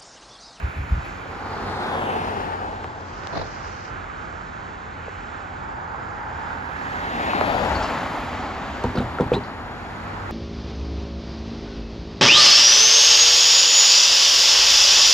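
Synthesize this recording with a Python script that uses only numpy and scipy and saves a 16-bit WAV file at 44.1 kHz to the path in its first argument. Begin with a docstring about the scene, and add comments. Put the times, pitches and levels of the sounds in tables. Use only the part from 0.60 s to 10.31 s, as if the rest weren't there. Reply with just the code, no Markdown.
"""Beside a railway level crossing, a car and then a van roll past a hand-held phone; another car nears. Tyres
are coloured noise that sweeps across the two microphone ports; engines are low humming tones. The van's two
axles thump over both rails, ringing the panels and shaking loose metal. Around them: distant traffic, a gust on
the microphone, a bright hiss at the start, insects, a scuff, grit and stones."""
import sys
import numpy as np
from scipy import signal
from scipy.fft import rfft, irfft
from scipy.io import wavfile
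from scipy.ndimage import uniform_filter1d, map_coordinates

SR = 44100
rng = np.random.default_rng(int(sys.argv[2]) if len(sys.argv) > 2 else 0)


def unload_audio(sound):
    """Save the sound as a 16-bit wav file, at the path given as the first command line argument."""
    columns = np.transpose(np.atleast_2d(sound))
    # keep every value between -1 and 1, then stretch to whole-number steps
    steps = np.round(np.clip(columns, -1, 1) * 32767)
    wavfile.write(sys.argv[1], SR, steps.astype(np.int16))


N = 428211
FRAME = 1024  # samples in one short spectrum; neighbours overlap by half
HOP = FRAME // 2
TIME = np.arange(N) / SR
HZ = np.maximum(np.fft.rfftfreq(FRAME, 1 / SR), 1)[:, None]
FRAME_S = np.arange(N // HOP + 2) * HOP / SR


def undb(db):
    """Turn decibels into gain."""
    return np.exp(np.asarray(db) * (np.log(10) / 20))


def curves(table, t):
    """Join the columns of a table by straight lines in time."""
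    s, *columns = np.transpose(table)
    return [np.interp(t, s, c) for c in columns]


def across(table, hz):
    """Read a (pitch, value) table on a log-frequency axis."""
    f, value = np.transpose(table)
    return np.interp(np.log(hz), np.log(f), value)


def grain(shape):
    """White noise as short spectra: frequency by time."""
    return rng.standard_normal((shape[0], 2 * shape[1]), dtype=np.float32).view(np.complex64)


def sound(spectra):
    """Overlap short spectra into a waveform whose power is the sum of the squared bin gains."""
    window = np.sin(np.pi * (np.arange(FRAME) + .5) / FRAME)
    frames = irfft(spectra.T, FRAME) * (window * FRAME / 2)
    return (frames[:-1, HOP:] + frames[1:, :HOP]).ravel()[:N]


def noise(tone, size):
    """Noise of a given colour, rms 1."""
    colour = undb(across(tone, np.fft.rfftfreq(size, 1 / SR) + 1))
    x = irfft(rfft(rng.standard_normal(size)) * colour, size)
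    return x / x.std()


def ring(hz, width, t60, snap=0, top_hz=15000):
    """A snap and a dying noise burst through one resonance with a soft top; width in octaves, peak 1."""
    size, lead = 2 ** 13, 2 ** 7
    dying = rng.standard_normal(size - lead) * undb(-60 * TIME[:size - lead] / t60)
    burst = np.r_[np.zeros(lead), dying]
    burst[lead] += snap
    f = np.fft.rfftfreq(size, 1 / SR) + 1
    quality = 1 / (width * np.log(2))
    soft = (1 + 1j * f / top_hz) ** 4
    resonance = (1 + 1j * quality * (f / hz - hz / f)) ** 2
    x = irfft(rfft(burst) / soft / resonance, size)[lead:]
    return x / np.abs(x).max()


def walk(rate):
    """A smooth random curve with a spread near 1, taking about this many new values per second."""
    k = max(int(SR / rate), 2)
    steps = np.repeat(rng.standard_normal(N // k + 1), k)
    return 1.224 * uniform_filter1d(steps, k)[:N]


def add(out, s, x):
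    """Mix a sound in at a time in seconds."""
    i = int(s * SR)
    out[..., i:i + x.shape[-1]] += x[..., :N - i]


def swells(table, tone):
    """Bell-shaped bursts of coloured noise."""
    out, t = np.zeros(N), TIME[:SR]
    for s, db, length in table:
        start = max(s - .5, 0)
        bell = np.exp(-.5 * np.minimum(((start + t - s) / length) ** 2, 10 ** 2))
        add(out, start, noise(tone, len(t)) * undb(db) * bell)
    return out


def ports(gain, likeness, phase, pan_db):
    """Noise at two ports: a shared part shifted in phase between them, and a scattered part for each."""
    c = np.clip(likeness, 0, 1)
    shared, own, phase = np.float32(np.sqrt(c)), np.float32(np.sqrt(1 - c)), np.float32(phase)
    direct = shared * grain(gain.shape)
    left = direct * (np.cos(phase) + 1j * np.sin(phase)) + own * grain(gain.shape)
    right = direct + own * grain(gain.shape)
    left_share = 1 / (1 + undb(-2 * pan_db))  # of the total power
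    left_gain = np.float32(gain * np.sqrt(2 * left_share))
    right_gain = np.float32(gain * np.sqrt(2 - 2 * left_share))
    return np.array([sound(left * left_gain), sound(right * right_gain)])


def tyre_gain(rumble, roar, hiss, tone):
    """Carcass rumble, tread roar and air hiss share one colour and blend into each other."""
    colour = undb(across(tone, HZ))
    bands = [(130, 400), (500, 1500), (2500, 7000)]  # Hz
    low, mid, high = (10 * np.log10(np.sum(colour[(HZ > a) & (HZ < b)] ** 2)) for a, b in bands)
    below = across([(300, 0.92), (650, 0.02)], HZ)
    above = across([(1300, 0.013), (2900, 1.0)], HZ)
    between = 1 - below - above
    return colour * undb(below * (rumble - low) + above * (hiss - high) + between * (roar - mid))


# how strongly and how finely tyre noise shifts in colour with the patches of road
FLICKER_DB, FLICKER_PER_S, FLICKER_PER_OCTAVE = 0.9, 8, 5


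def flicker():
    """Gains that let each narrow band swell and sink on its own, frequency by time."""
    place = np.broadcast_arrays(np.log2(HZ) * FLICKER_PER_OCTAVE, FRAME_S * FLICKER_PER_S)
    chance = rng.standard_normal(size=(64, 128))
    return undb(FLICKER_DB * map_coordinates(chance, place, order=1, mode="mirror"))


# parts of the engine hum: (multiple of the firing pitch [ratio], level [dB])
ENGINE_ORDERS = [(.5, -9), (1, 1), (1.5, -21), (2, -14.5), (2.5, -20), (3, -15.5)]


def engine(hz, level_db, waver=0.00786):
    """The firing of the cylinders hums at multiples of one pitch, each a little unsteady."""
    turn = 2 * np.pi * np.cumsum(hz * (1 + waver * walk(14))) / SR
    hum = sum(undb(d + 2.6 * walk(9)) * np.sin(np.float32(k * turn)) for k, d in ENGINE_ORDERS)
    return undb(level_db) * hum


# colour of the distant traffic: (pitch [Hz], level [dB])
FAR_TONE = [(22, -17), (55, 4.5), (120, -5), (250, -9), (480, -10), (620, -10.5), (850, -4.5), (1100, -7),
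            (1450, -4.5), (2100, -13.5), (3000, -20), (5500, -31), (7400, -31.5), (10000, -76.5)]
# how alike it is at the two ports: (pitch [Hz], likeness [0-1])
FAR_LIKENESS = [(60, 1), (250, 0.63), (600, 0.22), (1400, 0.57), (2400, 0.57), (4000, 1), (12000, 0.62)]
# its balance: (pitch [Hz], left minus right [dB])
FAR_BALANCE = [(100, -0.5), (800, -0.5), (1100, -5.5), (1400, -9.5), (2000, -2), (3500, 1)]
# its phase: (pitch [Hz], lead of the left port [radians])
FAR_PHASE = [(200, 0), (450, -.5), (800, -3), (1400, -2.5), (1900, -1), (2600, 0.5), (3800, 0.74)]
# its level as the phone turns: (time [s], roar [dB], treble [dB])
FAR_LEVEL = [(.4, -36.5, -50.5), (2.2, -47.5, -53), (2.7, -35.5, -53.5), (4.6, -36.5, -52.5),
             (5.3, -33, -56), (6.1, -33.5, -51), (7, -44, -41), (9.0, -48, -55), (9.7, -34, -50.5)]
# distant hiss swelling: (time [s], level [dB], length [s])
FAR_HISSES = [(3.1, -53, 0.5), (4.5, -51, 0.17), (4.85, -54, 0.15)]
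# colour of that hiss: (pitch [Hz], level [dB])
FAR_HISS_TONE = [(1200, -25), (2100, 3), (2650, -0.5), (3100, -3), (3700, -23), (8000, -38.5)]
FAR_RUMBLE_DB = -45
# a distant engine slowly easing off
FAR_ENGINE_HZ, FAR_ENGINE_SAG_HZ_PER_S, FAR_ENGINE_DB = 92.1, 1.5, -46.5


def traffic():
    """Many far tyres blur into a wash that swells and sinks, over hisses and one droning engine."""
    roar_db, treble_db = curves(FAR_LEVEL, FRAME_S)
    gain = tyre_gain(FAR_RUMBLE_DB, roar_db, treble_db, FAR_TONE) * flicker()
    wash = ports(gain, across(FAR_LIKENESS, HZ), across(FAR_PHASE, HZ), across(FAR_BALANCE, HZ))
    wash *= undb(0.7 * walk(7))
    drone = engine(FAR_ENGINE_HZ - FAR_ENGINE_SAG_HZ_PER_S * TIME, FAR_ENGINE_DB)
    return wash + swells(FAR_HISSES, FAR_HISS_TONE) + drone


# wind on the microphone: (time [s], level [dB], length [s])
GUSTS = [(.045, -24.5, 0.011), (.085, -22, 0.0087), (.19, -25, 0.021), (.235, -27, 0.02),
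         (.325, -19.5, 0.021), (.38, -20, 0.013), (.48, -36, 0.058), (5.8, -39, 0.072), (6.5, -39, 0.07),
         (7.13, -29, 0.051), (9.6, -45, .07)]
# colour of the wind: (pitch [Hz], level [dB])
GUST_TONE = [(20, -28), (40, -9.5), (62, 2.5), (100, -9), (170, -17.5), (400, -47), (1500, -75),
             (8000, -120)]


def wind():
    """Puffs of air buffet the microphone: short bursts of low noise, the same at both ports."""
    return swells(GUSTS, GUST_TONE)


# colour of the bright hiss in the opening half-second: (pitch [Hz], level [dB])
BRIGHT_HISS_TONE = [(900, -25), (1700, 1), (2500, 7), (3400, -31), (7000, -54), (11000, -20), (15000, -38)]
BRIGHT_HISS_DB, BRIGHT_HISS_HOLD_S, BRIGHT_HISS_FADE_DB_PER_S = -45.5, 0.48, 24


def bright_hiss(flutter_db):
    """A bright, fluttering hiss holds at the start, then fades away."""
    t = TIME[:2 * SR]
    fade_db = BRIGHT_HISS_FADE_DB_PER_S * np.maximum(t - BRIGHT_HISS_HOLD_S, 0)
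    level_db = BRIGHT_HISS_DB - fade_db + flutter_db * walk(25)[:len(t)]
    out = np.zeros((2, N))
    add(out, 0, np.array([noise(BRIGHT_HISS_TONE, len(t)) for _ in range(2)]) * undb(level_db))
    return out


# one rasp of a bush cricket
RASP_START_S, RASP_ATTACK_S, RASP_STOP_S, RASP_RELEASE_S, RASP_DB = 2.24, 0.52, 3.27, 0.062, -51


def bush_cricket(hz, width, pan_db):
    """A high band of noise, louder on the left, swells as a rasp and stops short; width in Hz."""
    rise = np.clip((FRAME_S - RASP_START_S) / RASP_ATTACK_S, 0, 1)
    stop = np.clip(1 - (FRAME_S - RASP_STOP_S) / RASP_RELEASE_S, 0, 1)
    band = np.exp(-((HZ - hz) / width) ** 2)
    gain = band / np.sqrt(np.sum(band ** 2)) * undb(RASP_DB) * rise * stop
    return ports(gain, 0.11, 0, pan_db) * undb(1.4 * walk(120))


# crickets in the grass; strokes peak about 6 dB above the level:
# (start [s], end [s], pitch [Hz], chirps [per s], pitch sweep in a chirp [share of pitch], level [dB])
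CRICKETS = [(3.901, 5.1, 6870, 15, .07, -72), (4.3, 5.2, 7520, 18, .05, -71.5),
            (4.8, 6.0, 7070, 15, .04, -69), (4.85, 6.296, 4830, 48, -.1, -64),
            (8.797, 9.71, 7040, 16.9, .03, -68)]


def crickets(wobble, uneven_db):
    """Each wing stroke gives a short tone that slides in pitch; the strokes differ in strength."""
    out = np.zeros(N)
    unsteady = 1 + wobble * walk(300)
    for start, end, hz, rate, sweep, db in CRICKETS:
        t = np.arange(int((end - start) * SR)) / SR
        stroke = t * rate % 1
        sliding_hz = hz * (1 + sweep * (stroke - .5)) * unsteady[:len(t)]
        turn = 2 * np.pi * np.cumsum(sliding_hz) / SR
        fade = np.sqrt(np.abs(np.sin(np.pi * t / (end - start))))
        add(out, start, undb(db) * 2 * fade * np.sin(np.pi * stroke) ** 4 * np.sin(turn))
    return out * undb(uneven_db * walk(23))


# a brief scuff: (time [s], level [dB], length [s])
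SCUFFS = [(2.765, -29, 0.025), (2.805, -31.5, 0.045)]
# its colour: (pitch [Hz], level [dB])
SCUFF_TONE = [(60, 6), (250, 0), (700, 5.5), (1300, -6), (2200, -12), (3000, -23), (4100, -11), (5500, -23),
              (8000, -51), (12000, -52)]


def scuff():
    """A brief scrape: two rough bursts of noise, drawn separately for each port."""
    return np.array([swells(SCUFFS, SCUFF_TONE) for _ in range(2)]) * undb(2.7 * walk(150))


# grit popping under tyres and small ticks:
# (time [s], level [dB], pitch [Hz], width [octaves], soft top [Hz], time to fall 60 dB [s])
TICKS = [(1.316, -16, 854, 1, 3500, 0.026), (1.353, -15.5, 780, 1.6, 3200, .04),
         (2.2436, -32.5, 3020, 4, 12000, 0.0044), (2.636, -23, 1000, 2.6, 7000, .005),
         (2.6715, -24, 700, 2.2, 3500, .008), (2.672, -21, 4200, 1.8, 6000, .005),
         (5.346, -23, 900, 0.78, 4440, .014), (8.239, -27, 3500, 2.1, 12000, 0.022)]


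def ticks(snap, spread):
    """A snap excites one quickly damped resonance: a dry pop, slightly different at each port."""
    out = np.zeros((2, N))
    for s, db, pitch_hz, width, top_hz, t60 in TICKS:
        mid = ring(pitch_hz, width, t60, snap, top_hz)
        side = ring(pitch_hz, width, t60, top_hz=top_hz)
        add(out, s, np.array([mid + spread * side, mid - spread * side]) * undb(db))
    return out


# stones snapping out from under tyres, far and near:
# (time [s], level [dB], first pitch [Hz], last pitch [Hz], time to fall 60 dB [s],
#  lead of the left port [ms], left minus right [dB], crack level [dB])
STONES = [(2.2436, -17.5, 1900, 350, .018, .05, 1, -25), (4.4812, -20.5, 1000, 420, .026, .05, -2, -45),
          (6.7342, -6, 1200, 950, .011, .2, 3, -26), (6.748, -14.5, 450, 300, .035, .3, 3, -40),
          (6.8113, -6, 1650, 400, .021, .05, -3, -19)]
STONE_SAG_S, STONE_ATTACK_S = 0.0011, 0.0002  # the knock drops in pitch as the tread relaxes
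CRACK_HZ, CRACK_OCTAVES, CRACK_T60_S, CRACK_TOP_HZ = 2200, 1.6, .004, 6000


def stones():
    """Each stone gives a crack and one hard knock of a few cycles, falling in pitch."""
    out, t = np.zeros((2, N)), TIME[:SR // 20]
    for s, db, first_hz, last_hz, t60, lead_ms, pan_db, crack_db in STONES:
        hz = last_hz + (first_hz - last_hz) * np.exp(-t / STONE_SAG_S)
        knock = np.sin(2 * np.pi * np.cumsum(hz) / SR) * undb(db - 60 * t / t60)
        knock *= 1 - np.exp(-t / STONE_ATTACK_S)
        crack = ring(CRACK_HZ, CRACK_OCTAVES, CRACK_T60_S, snap=12, top_hz=CRACK_TOP_HZ)[:len(t)]
        knock += undb(crack_db) * crack
        add(out[0], s, knock * undb(pan_db / 2))
        add(out[1], s + lead_ms * 10 ** -3, knock * undb(-pan_db / 2))
    return out


# what tyre and crossing panels ring with: (pitch [Hz], time to fall 60 dB [s], level [dB])
PANEL = [(62, 0.17, -11), (87.6, 0.2, 2.5), (119, 0.17, 1.5), (199, 0.12, -4.5), (249, 0.21, -1.5),
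         (365, 0.055, -12), (410, 0.11, -3), (485, 0.065, -0.5), (613, 0.092, -15), (795, 0.06, -9.5),
         (930, 0.054, -4), (1150, .04, -12), (1346, 0.049, 2), (1430, 0.04, -2)]
# a wheel pair hitting the edges of a rail's groove and bouncing;
# front axle on the first and second rail, then rear axle on the first and second rail:
# (time [s], level of all modes together [dB], favoured pitch [Hz], spread [octaves], rattle [dB])
BLOWS = [(8.224, -23, 430, .5, -36), (8.2415, -12, 480, .4, -29), (8.2412, -13.5, 880, .25, -34),
         (8.244, -15, 95.5, .52, -30), (8.255, -17, 230, .37, -34), (8.263, -19, 750, .6, -29),
         (8.280, -20, 110, .6, -40), (8.353, -15.5, 490, .4, -27), (8.363, -19, 250, .52, -28),
         (8.369, -19, 380, .4, -30), (8.373, -19, 1350, .3, -25), (8.381, -17, 700, .6, -26),
         (8.383, -19, 150, .9, -31), (8.398, -20, 1150, .49, -30), (8.404, -14.5, 320, .8, -29),
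         (8.44, -17, 130, .9, -35), (8.586, -12, 1170, .4, -26), (8.588, -23, 380, .5, -36),
         (8.6, -8, 510, .3, -24), (8.607, -15, 820, .3, -28), (8.607, -13, 199, .4, -28),
         (8.613, -17, 850, .5, -31), (8.626, -16, 400, .4, -29), (8.63, -18, 150, .9, -34),
         (8.641, -24, 900, .3, -38), (8.658, -17, 120, .9, -35), (8.718, -5.5, 497, .2, -26),
         (8.728, -19, 700, .4, -27), (8.735, -14, 260, .5, -24), (8.737, -13, 700, .7, -22),
         (8.748, -17, 470, .5, -30), (8.745, -11.5, 160, .88, -26), (8.760, -16.5, 860, .3, -31),
         (8.767, -14, 410, .2, -34), (8.780, -18, 150, .8, -36)]
# colour of the rattling chassis: (pitch [Hz], level [dB])
RATTLE_TONE = [(22, -22), (55, 3), (240, 6.5), (480, -1), (900, -4), (1400, -14), (2200, -24),
               (3900, -24.5), (5500, -35), (7500, -37.5), (11000, -49), (15000, -46)]
# loose metal on the van:
# (time [s], peak level [dB], pitch [Hz], width [octaves], time to fall 60 dB [s])
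CLINKS = [(7.15, -30, 4400, 0.19, .19), (7.225, -30, 4750, 0.48, 0.26), (8.354, -35, 4600, .4, .1),
          (8.371, -31, 3850, .3, 0.16), (8.383, -35, 2950, 0.21, .08), (8.734, -21, 2650, .6, 0.044),
          (8.739, -26.5, 3650, .2, 0.045), (8.745, -28.5, 3960, .1, 0.081),
          (8.835, -38.5, 4480, 0.39, 0.29)]


def crossing(chatter_db, rattle_t60, echo_db, echo_t60):
    """Each blow rings the panel modes near its pitch and shakes the chassis; buildings return a faint tail."""
    t = TIME[:SR // 3]
    hz, t60, mode_db = np.transpose(PANEL)
    modes = undb(mode_db[:, None] - 60 * t / t60[:, None]) * np.sin(2 * np.pi * hz[:, None] * t)
    out, chatter = np.zeros(N), walk(350)
    for s, db, pitch_hz, spread, rattle_db in BLOWS:
        weight = np.exp(-(np.log2(hz / pitch_hz) / spread) ** 2)
        weight *= undb(db) / np.sum(weight * undb(mode_db))
        shaking_db = chatter_db * chatter[int(s * SR):][:len(t)]
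        rattle = noise(RATTLE_TONE, len(t)) * undb(rattle_db - 60 * t / rattle_t60 + shaking_db)
        attack = 1 - np.exp(-t / 0.00019)
        add(out, s, (np.sum(weight[:, None] * modes, axis=0) + rattle) * attack)
    for s, db, pitch_hz, width, decay in CLINKS:
        add(out, s, ring(pitch_hz, width, decay) * undb(db))
    t = TIME[:SR // 2]
    tail = rng.standard_normal((2, len(t))) * undb(-60 * t / echo_t60) * (t > .03)
    tail *= undb(echo_db) / np.sqrt(np.sum(tail[0] ** 2))
    direct = np.array([out, np.roll(out, 1)])  # the crossing lies just left of centre
    return direct + signal.oaconvolve(np.float32(direct), np.float32(tail), axes=1)[:, :N]


SPEED_M_S, SOUND_M_S = 12, 343  # of the vehicles; of sound


def drive_by(t, closest_s, distance_m, coming_db, going_db):
    """Loss in dB from range and roadside screening, and aspect from -1 (coming) to 1 (going)."""
    along = SPEED_M_S * (t - closest_s)
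    r = np.hypot(along, distance_m)
    screening_db = np.where(along < 0, coming_db, going_db) * (r - distance_m)
    return 20 * np.log10(r / distance_m) + screening_db, along / r


def horn_db(horn, aspect):
    """The wedge between tyre and road is a horn that aims bands of noise; some glide down as it nears."""
    bearing, ahead = np.degrees(np.arcsin(aspect)), np.maximum(-aspect, 0)
    lift = 0
    for hz, width, rise, db, aim, beam in horn:
        off_pitch = (np.log2(HZ / hz) - rise * ahead) / width
        off_aim = (bearing - aim) / beam
        lift = lift + db * np.exp(-off_pitch ** 2 - off_aim ** 2)
    return lift


BEAM_NARROWNESS = 17.4  # how tightly the tread hum is aimed along the road
TREAD_OCTAVES, TREAD_WANDER_OCTAVES = 0.19, 0.057  # width of the tread hum; its waver in pitch
BLUR_HZ = 4280  # above this, at 1 ms of lead, the four tyres no longer reach the ports alike
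EXHAUST_REAR_DB = 2.5  # the exhaust points backwards


def vehicle(row, tone, path, horn, likeness, tread_hz, tread_db, beam_db, cavity_hz, cavity_db,
            rough_db, rumble_fade, hiss_fade, hiss_ahead_db, rumble_rear_db):
    """Tyres sweep past, tread and air cavity hum, asphalt shakes the level, the engine drops in pitch."""
    (closest_s, distance_m, rumble_db, roar_db, hiss_db,
     rear_db, coming_db, going_db, firing_hz, engine_db) = row
    loss, aspect = drive_by(FRAME_S, closest_s, distance_m, coming_db, going_db)
    lead_ms, pan_db = curves(path, FRAME_S)
    # the tread sings in one resonance that has its own strength far ahead
    ahead = np.maximum(-aspect, 0) ** BEAM_NARROWNESS
    wander = TREAD_WANDER_OCTAVES * np.interp(FRAME_S, TIME, walk(12))
    tread_bell = np.exp(-((np.log2(HZ / tread_hz) - wander) / TREAD_OCTAVES) ** 2)
    tread = (tread_db + beam_db * ahead) * tread_bell
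    cavity = cavity_db * np.exp(-((HZ - cavity_hz) / 30) ** 2)  # the air inside the tyres hums
    # bass carries further than treble: each fade is a share of the loss with range
    rumble = rumble_db - rumble_fade * loss + rumble_rear_db * aspect
    hiss = hiss_db - hiss_fade * loss - hiss_ahead_db * aspect
    gain = tyre_gain(rumble, roar_db - loss, hiss, tone)
    gain = gain * undb(tread + cavity + horn_db(horn, aspect) + rear_db * aspect)
    phase = 2 * np.pi * HZ * lead_ms * 10 ** -3
    alike = likeness + (1 - likeness) / (1 + (HZ / 250) ** 2)  # long waves reach both ports alike
    # four tyres at different bearings blur the lead for short waves
    alike = alike / (1 + np.square(np.square(HZ * np.sqrt(np.abs(lead_ms)) / BLUR_HZ)))
    shadow_db = pan_db * HZ / (HZ + 200)  # little difference in the bass
    tyres = ports(gain * flicker(), alike, phase, shadow_db) * undb(rough_db * walk(70))
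    loss, aspect = drive_by(TIME, closest_s, distance_m, coming_db, going_db)
    doppler = 1 / (1 + aspect * SPEED_M_S / SOUND_M_S)
    motor_db = engine_db - rumble_fade * loss + EXHAUST_REAR_DB * aspect
    return tyres + engine(firing_hz * doppler, motor_db)


# vehicles passing, in rows for the car, the van and the next car, which is still coming:
# (closest at time [s], distance [m], carcass rumble [dB], tread roar [dB], air hiss [dB],
#  louder from behind [dB], screening while coming [dB per m], screening while going [dB per m],
#  firing pitch [Hz], engine [dB])
PASSES = [(1.52, 6.84, -36, -26.5, -43.5, 1.5, 1.52, 1.2, 93, -38),
          (6.8, 3.41, -32.5, -23.5, -39.5, 2, 0.78, -0.13, 87, -49),
          (10.3, 5.4, -44.5, -37.5, -47.5, 5.5, 0.94, 0, 94.4, -31)]
# bearing of the next car: (time [s], lead of the left port [ms], left minus right in the treble [dB])
NEXT_PATH = [(9.201, 0.098, 0.28), (9.701, 0.35, -0.76)]
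# bands aimed by its tyre horn: (pitch [Hz], width [octaves], rise in pitch far ahead [octaves],
#  level [dB], bearing [degrees, -90 coming to 90 going], beam width [degrees])
NEXT_HORN = [(1550, .28, 0, 7, -67, 13)]


def next_car():
    """Another car nears: its tyre noise and engine grow as the range shrinks."""
    return vehicle(
        PASSES[2], CAR_TONE, NEXT_PATH, NEXT_HORN, likeness=0.89,
        tread_hz=850, tread_db=-7.0, beam_db=11.0, cavity_hz=215, cavity_db=7.5, rough_db=-0.5,
        rumble_fade=0.56, hiss_fade=0.45, hiss_ahead_db=-3.0, rumble_rear_db=2)


# tyre colour of both cars: (pitch [Hz], level [dB])
CAR_TONE = [(25, -25), (60, -4), (130, -2.5), (220, -1.5), (420, -2), (600, -8.5), (830, -3.5),
            (1100, -7.5), (1600, -8.5), (2800, -18.5), (4500, -20), (7200, -36), (11000, -37.5),
            (15000, -49)]
# bearing of the car: (time [s], lead of the left port [ms], left minus right in the treble [dB])
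CAR_PATH = [(.6, 0.069, 0), (1.0, 0.063, 0.5), (1.3, 0.17, 1.5), (1.55, 0.34, 2), (1.85, 0.42, 4),
            (2.2, 0.33, 1), (2.6, 0.2, 5)]
# bands aimed by its tyre horn: (pitch [Hz], width [octaves], rise in pitch far ahead [octaves],
#  level [dB], bearing [degrees, -90 coming to 90 going], beam width [degrees])
CAR_HORN = [(467, 0.31, 0, 3, -6, 41), (1210, 0.32, 0, 3, -45, 20), (2770, 0.23, 0.98, 6.5, -3, 87),
            (1290, 0.53, 0, -2.5, 18, 27), (4670, 0.33, 0, -8, -7, 16)]


def car():
    """The first car rolls past; its tread hum is weaker from far ahead."""
    return vehicle(
        PASSES[0], CAR_TONE, CAR_PATH, CAR_HORN, likeness=0.67,
        tread_hz=807, tread_db=3.5, beam_db=-26, cavity_hz=215, cavity_db=3.0, rough_db=0.86,
        rumble_fade=0.92, hiss_fade=1.44, hiss_ahead_db=4.5, rumble_rear_db=-4.0)


# tyre colour of the van: (pitch [Hz], level [dB])
VAN_TONE = [(22, -10), (45, 0), (130, -7), (250, -1.5), (350, -7), (550, -6), (830, -2.3), (1150, -4.5),
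            (1900, -7.5), (3000, -16.5), (4800, -22), (7200, -64.5), (11000, -32.5), (15000, -51)]
# bearing of the van: (time [s], lead of the left port [ms], left minus right in the treble [dB])
VAN_PATH = [(5.7, 0.023, 3), (6.05, 0.27, -7.5), (6.7, 0.35, 2), (7.0, 0.21, 8.5), (7.25, 0.026, 2.5),
            (7.6, 0.017, 0), (8.8, 0.11, 1.5)]
# bands aimed by its tyre horn: (pitch [Hz], width [octaves], rise in pitch far ahead [octaves],
#  level [dB], bearing [degrees, -90 coming to 90 going], beam width [degrees])
VAN_HORN = [(614, 0.3, 0, 6, 30, 30), (1680, .25, 0, 9, -65, 17), (2630, 0.28, 0.0069, 4, -18, 22),
            (3600, 0.2, 0.0038, 2.5, -19, 36), (1150, 0.37, 0, -2.5, -3, 40),
            (4000, .2, 0.0079, -12, -78, 12)]


def van():
    """The van passes closest; its tread hum is stronger from far ahead."""
    return vehicle(
        PASSES[1], VAN_TONE, VAN_PATH, VAN_HORN, likeness=0.88,
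        tread_hz=832, tread_db=2.5, beam_db=21.5, cavity_hz=258, cavity_db=2.5, rough_db=0.5,
        rumble_fade=0.76, hiss_fade=1.0, hiss_ahead_db=0.0, rumble_rear_db=0.5)


def scene():
    """Surroundings, crossing and road at the two ports."""
    air = traffic() + wind() + bright_hiss(flutter_db=2.0)
    insects = bush_cricket(hz=5100, width=1760, pan_db=6.5) + crickets(wobble=0.014, uneven_db=1)
    grit = scuff() + ticks(snap=16.0, spread=0.59) + stones()
    thumps = crossing(chatter_db=4, rattle_t60=0.17, echo_db=-28.0, echo_t60=0.3)
    return air + insects + grit + thumps + next_car() + car() + van()


TOP_HZ = 15600


def record(dry):
    """The phone drops the deepest bass and cuts the top."""
    x = signal.sosfilt(signal.butter(4, 38, "high", fs=SR, output="sos"), dry)
    return signal.sosfilt(signal.ellip(8, .2, 70, TOP_HZ, fs=SR, output="sos"), x)


dry = scene()
out = record(dry)
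unload_audio(out)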